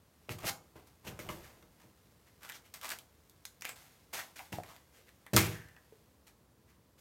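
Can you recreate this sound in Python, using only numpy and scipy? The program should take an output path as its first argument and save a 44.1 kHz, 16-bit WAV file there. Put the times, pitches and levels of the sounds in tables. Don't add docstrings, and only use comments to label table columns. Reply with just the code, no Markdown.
import sys
import numpy as np
from scipy import signal
from scipy.fft import rfft, irfft
from scipy.io import wavfile

SR = 44100
rng = np.random.default_rng(int(sys.argv[2]) if len(sys.argv) > 2 else 0)


def int16_out(signal):
    q = np.round(np.clip(np.atleast_2d(signal).T, -1, 1) * 32767)
    wavfile.write(sys.argv[1], SR, q.astype(np.int16))


N = 308859

# (time [s], level [dB], treble [dB], frequency of the panel that buzzes [Hz])
CLICKS = [(0.2927, -39.5, -9.5, 2200), (.443, -38.5, -19, 1100), (.4514, -60, 0, 900),
          (1.1917, -44, -7, 2130), (1.2894, -31.5, -29, 1090), (1.626, -56.5, -12, 1490),
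          (2.432, -54.5, -0.5, 1500), (2.4912, -47.5, -2, 2800), (2.4976, -40.5, -4, 1630),
          (2.521, -48.5, -2, 3200), (2.7403, -58, 13, 1730), (2.8133, -51, 1, 3200),
          (2.8918, -44.5, 3.5, 1400), (2.9032, -43, 4.5, 2780), (2.9181, -41.5, -12, 1360),
          (2.9875, -53.5, 6, 3380), (3.2968, -70.5, 12.5, 6500), (3.453, -47, 5.5, 6500),
          (3.6099, -60, 8.5, 2200), (3.6214, -41.5, -2.5, 2280), (3.6469, -41, -10, 1670),
          (3.6521, -36, -3.5, 2350), (3.6923, -41, -4, 2400), (4.3614, -60, -12, 2500),
          (4.3925, -41, -18, 830), (4.5276, -37.5, -14, 860), (4.635, -49, -5, 1070),
          (4.7637, -58, 1, 2000), (5.265, -47, -10, 1900), (5.3337, -47, 4, 1400), (5.3643, -23.5, 4, 1300),
          (5.3679, -23.5, 0, 1100), (5.6861, -54.5, -10.5, 1860), (5.7649, -54.5, -13, 1830)]
# (time [s], swell [s], fade by 20 dB [s], level [dB], frequency of the panel that sings [Hz])
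RUBS = [(.384, .002, .09, -60, 1110), (1.063, .015, 0.034, -52.5, 2700), (1.288, 0.0022, 0.05, -52.5, 1100),
        (1.42, 0.023, 0.15, -67, 1960), (1.78, 0.033, 0.088, -71, 1000), (2.25, 0.031, 0.042, -73, 1940),
        (2.401, 0.05, 0.11, -60.5, 1380), (2.52, 0.039, 0.037, -59.5, 5360),
        (2.631, 0.03, 0.063, -71.5, 2770), (2.814, 0.034, 0.097, -50.5, 1050),
        (2.895, 0.023, .04, -48, 1650), (3.645, 0.05, 0.047, -57, 2250), (4.127, 0.0093, 0.079, -49, 800),
        (4.15, 0.045, .045, -50.5, 1760), (4.62, 0.081, 0.13, -64.5, 1070), (4.9, 0.073, 0.12, -71, 436),
        (5.061, 0.031, 0.025, -69, 1790), (5.42, 0.023, 0.16, -49.5, 2360),
        (6.66, 0.043, 0.099, -78.5, 1960)]
# (time [s], swell [s], fade by 20 dB [s], level [dB])
SLIDES = [(.41, 0.04, 0.039, -50.5), (.754, 0.0026, .1, -60), (1.03, 0.044, 0.2, -58),
          (1.188, 0.089, 0.35, -60)]


def undb(db):
    return 10 ** (np.asarray(db) / 20)


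def seconds(length):
    return np.arange(int(length * SR)) / SR


def on_log(hz, points):
    f, value = np.transpose(points)
    return np.interp(np.log(np.maximum(hz, 1)), np.log(f), value)


def add(out, s, sound):
    i = max(int(s * SR), 0)
    out[i:i + len(sound)] += sound[:N - i]


def through(x, response):
    return signal.fftconvolve(x, response)[:N]


def contact(body_db, bright_db, air_db, size=1024):
    # (frequency [Hz], relative level [dB])
    contact_colour = [(60, -12.5), (250, -1), (500, 0), (720, 7), (1100, 5.5), (2200, 6.5), (3700, 3),
                      (6500, 2), (10000, 0), (13500, 2.5), (16000, -5)]
    hz = np.fft.rfftfreq(size, 1 / SR)
    touch_colour = [(1100, body_db), (1800, 0.0087), (2800, 0),
                    (4200, bright_db), (7000, bright_db), (10000, air_db)]
    db = on_log(hz, contact_colour) + on_log(hz, touch_colour)
    cepstrum = irfft(np.log(undb(db)))
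    cepstrum[1:size // 2] *= 2
    cepstrum[size // 2 + 1:] = 0
    return irfft(np.exp(rfft(cepstrum)))


def ring(modes, length):
    t = seconds(length)
    y = sum(undb(db - 60 * t / t60) * np.sin(2 * np.pi * hz * t) for hz, db, t60 in modes)
    return y / np.linalg.norm(y)


def grains(count, rate, spread_db):
    strength_db = spread_db * np.minimum(rng.exponential(size=count), 3)
    size = undb(strength_db) * rng.choice([-1, 1], count)
    y = size * (rng.random(count) < rate / SR)
    return y / (np.std(y) + 1e-9)


def shower(swell, fade, rate, spread_db):
    t = seconds(.6)
    effort = np.minimum(t / swell, 1) * undb(-20 * np.maximum(t - swell, 0) / fade)
    return effort * grains(len(t), rate, spread_db)


def moves(table, colour, rate, spread_db, db):
    out = np.zeros(N)
    for s, swell, fade, level_db, *_ in table:
        add(out, s, undb(level_db + db) * shower(swell, fade, rate, spread_db))
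    return through(out, contact(*colour))


def creak(swell, fade, hz, width):
    t = seconds(.03)
    mode = t * np.exp(-4 * width * t) * np.sin(2 * np.pi * hz * t)
    slips = shower(swell, fade, rate=1600, spread_db=3.0)
    return signal.fftconvolve(slips, mode / np.linalg.norm(mode))


def quiet():
    # (frequency [Hz], relative level [dB])
    quiet_spectrum = [(12, -73), (20, -39.5), (60, 5), (146, 0), (377, -6.5), (485, -6.5), (718, -13.5),
                      (897, -14.5), (1000, -12.5), (1440, -18.5), (1810, -19.5), (2320, -23.5),
                      (4670, -23.5), (6180, -25.5), (16000, -26.5)]
    rms_db = -66.5
    shape = undb(on_log(np.fft.rfftfreq(N, 1 / SR), quiet_spectrum))
    y = irfft(rfft(rng.standard_normal(N)) * shape, N)
    return y * undb(rms_db) / np.std(y)


def room(wet_db, build_s=0.0036):
    # (frequency [Hz], t60 [s])
    room_decay = [(100, .5), (500, 0.44), (2000, 0.18), (6000, 0.23), (15000, 0.2)]
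    t = seconds(.7)
    noise, hz = rfft(rng.standard_normal(len(t))), np.fft.rfftfreq(len(t), 1 / SR)
    tail = 0
    for band_hz, t60 in room_decay:
        share = on_log(hz, [(f, f == band_hz) for f, _ in room_decay])
        tail = tail + irfft(noise * share, len(t)) * undb(-60 * t / t60)
    tail *= 1 - np.exp(-t / build_s)
    tail *= undb(wet_db) / np.linalg.norm(tail)
    tail[0] += 1
    return tail


def skin():
    # (start [s], end [s])
    busy = (0.23, 5.96)
    fade_db_per_s, rustle_db = 22, -75.5
    ticks_per_s, tick_db = 5, -62.5
    t = np.arange(N) / SR
    effort = undb(-fade_db_per_s * np.abs(t - np.clip(t, *busy)))
    rustle = undb(rustle_db) * grains(N, rate=1500, spread_db=0)
    ticks = undb(tick_db) * rng.standard_normal(N) * (rng.random(N) < ticks_per_s / SR)
    return through(effort * (rustle + ticks), contact(0.94, 0, 0))


def slides():
    # (hollow body [dB], brightness [dB], air [dB])
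    slide_colour = (2.8, -6, -6)
    return moves(SLIDES, slide_colour, rate=830, spread_db=0.0, db=2.5)


def rubs():
    # (hollow body [dB], brightness [dB], air [dB])
    rub_colour = (-2, -1.9, -3.5)
    return moves(RUBS, rub_colour, rate=1100, spread_db=-1.1, db=8)


def screws():
    # (time [s], swell [s], fade by 20 dB [s], relative level [dB])
    rattles = [(.292, 0.029, 0.041, -54), (.44, 0.056, 0.0095, -40.5), (.86, 0.014, .032, -71.5),
               (1.047, 0.0037, 0.049, -64), (1.188, .005, 0.081, -58), (1.288, 0.015, 0.24, -64),
               (1.42, .018, 0.14, -74), (2.738, 0.0014, 0.064, -56.5), (3.755, 0.0045, 0.32, -66.5),
               (4.128, 0.0067, 0.14, -50.5), (4.356, 0.0051, 0.16, -59), (4.521, 0.0028, 0.1, -56),
               (5.333, 0.002, 0.077, -44), (5.364, .012, 0.082, -35.5), (6.262, 0.014, 0.045, -67.5),
               (6.975, 0.013, .05, -72.5)]
    # (hollow body [dB], brightness [dB], air [dB])
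    screw_colour = (-0.76, -0.3, -1.5)
    return moves(rattles, screw_colour, rate=3000, spread_db=2.0, db=8.0)


def pops():
    # (time [s], frequency [Hz], level [dB], t60 [s])
    air_pops = [(4.5855, 695, -28, 0.029), (4.601, 698, -33.5, 0.01), (5.924, 437, -47.5, 0.061)]
    out, t = np.zeros(N), seconds(.1)
    for s, hz, db, t60 in air_pops:
        add(out, s, undb(db - 60 * t / t60) * np.sin(2 * np.pi * hz * t))
    return out


def stick_slip():
    # (frequency [Hz], width [Hz], level relative to the slide [dB])
    judder = [(71, 88, 6.5), (444, 380, 3.5), (840, 760, 0.5)]
    # (time [s], swell [s], fade by 20 dB [s], level [dB], frequency [Hz])
    zings = [(1.195, .03, .27, -65, 13650), (1.29, .045, 0.23, -69, 12800), (3.684, .004, 0.049, -49, 7740),
             (5.365, 0.0059, 0.052, -28.5, 2230), (5.5, 0.043, 0.21, -53, 1720)]
    buzz_db, buzz_swell_s, buzz_fade_s, buzz_q = -6.5, 0.0021, 0.035, 4.4
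    sing_db, sing_q = 3, 2.8
    zing_width_hz = 400
    out = np.zeros(N)
    for s, db, _, hz in CLICKS:
        add(out, s, undb(db + buzz_db) * creak(buzz_swell_s, buzz_fade_s, hz, hz / buzz_q))
    for s, swell, fade, db, hz in RUBS:
        add(out, s, undb(db + sing_db) * creak(swell, fade, hz, hz / sing_q))
    for s, swell, fade, db in SLIDES:
        for hz, width, judder_db in judder:
            add(out, s, undb(db + judder_db) * creak(swell, fade, hz, width))
    for s, swell, fade, db, hz in zings:
        add(out, s, undb(db) * creak(swell, fade, hz, zing_width_hz))
    return out


def rocking(count=3):
    # (time [s], level [dB], contact time of the first blow [s])
    thuds = [(.287, -50, 0.0012), (.295, -36, 0.0066), (.441, -44, 0.0032), (1.072, -45.5, 0.0031),
             (1.19, -51.5, 0.00077), (1.29, -47, 0.0012), (1.624, -66.5, 0.00098), (1.84, -63.5, .002),
             (4.522, -40, 0.0048), (5.332, -24, 0.0046), (5.347, -28, .003), (5.366, -26.5, 0.0034),
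             (5.477, -34, 0.0058)]
    first_rebound_s, shrink, loss_db, soften = .046, .8, 10.5, 1.25
    for s, db, width in thuds:
        for k in range(count):
            yield s, db - k * loss_db, width * soften ** k
            s = s + first_rebound_s * shrink ** k


def bench(dead_db=-7, dead_t60=0.15):
    # (frequency [Hz], relative level [dB], t60 [s])
    bench_modes = [(71.6, -19.5, 0.85), (96, 2, 0.25), (126.8, -6, 0.46), (160.5, -2, 0.36),
                   (196.1, -2, 0.23), (241, -4, .12), (288.4, -3.5, 0.15), (333, 4.5, 0.11),
                   (377, -2, 0.25), (478.5, 1.5, .16), (494, -8.5, .24), (602, 12, 0.05)]
    low_hz = 80
    out, t, brief = np.zeros(N), seconds(.8), seconds(.1)
    hz, mode_db, t60 = np.transpose(bench_modes)[:, :, None]
    sign = (-1) ** np.arange(len(bench_modes))[:, None]
    rings = sign * undb(mode_db - 60 * t / t60) * np.sin(2 * np.pi * hz * t)
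    for s, db, width in rocking():
        spot = np.exp(.1 * rng.standard_normal((len(bench_modes), 1)))
        thump = undb(dead_db - 60 * brief / dead_t60) * np.sin(2 * np.pi * hz * spot * brief)
        push = undb(db) / (1 + (hz[:, 0] * width) ** 2)
        add(out, s, push @ rings)
        add(out, s, push @ thump)
    return signal.sosfilt(signal.butter(2, low_hz, "high", fs=SR, output="sos"), out)


def grip_db(s):
    # (start [s], end [s])
    held = (2, 3.6)
    damping_db = 4.5
    return damping_db * (held[0] < s < held[1])


def clicks(chatter_t60=0.051, crack_t60=0.0065, chatter=0.24, db=24.0):
    body_db, air_db = -2, -1
    out, t = np.zeros(N), seconds(0.013)
    envelope = undb(-60 * t / crack_t60) + chatter * undb(-60 * t / chatter_t60)
    for s, level_db, treble_db, _ in CLICKS:
        force = rng.choice([-1, 1], len(t)) * envelope
        force = force / np.linalg.norm(force)
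        colour = contact(body_db - grip_db(s), treble_db, treble_db + air_db)
        add(out, s, undb(level_db + db) * signal.fftconvolve(force, colour))
    return out


def scene():
    # (frequency [Hz], relative level [dB], t60 [s])
    shell_modes = [(670, -2.5, 0.11), (845, -9, 0.048), (1000, -20.5, 0.037), (1163, -8, 0.086),
                   (1360, 3, 0.093), (1540, -10, 0.074), (1880, 1.5, 0.1), (2160, -6, 0.17),
                   (2213, -7, 0.25), (2194, 1.5, 0.35), (2770, 2.5, 0.046), (2980, -12.5, 0.066),
                   (3750, -1.5, 0.1156), (4280, -12.5, 0.12), (5640, 9.5, .05), (6934, 8.5, 0.24),
                   (13650, 0.5, .1)]
    touch = clicks() + screws() + rubs() + slides() + skin()
    box = touch + undb(-23.5) * through(touch, ring(shell_modes, 0.22))
    box_in_room = through(box, room(wet_db=-6.5))
    bench_in_room = through(bench(), room(wet_db=-9.0))
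    resonances_in_room = through(pops() + stick_slip(), room(wet_db=-10.5))
    return (box_in_room + bench_in_room + resonances_in_room + quiet())[None]


def record(dry):
    top_hz = 15950
    lean = signal.sosfilt(signal.butter(3, 42, "high", fs=SR, output="sos"), dry)
    return signal.sosfilt(signal.ellip(10, .2, 70, top_hz, fs=SR, output="sos"), lean)


dry = scene()
out = record(dry)
int16_out(out)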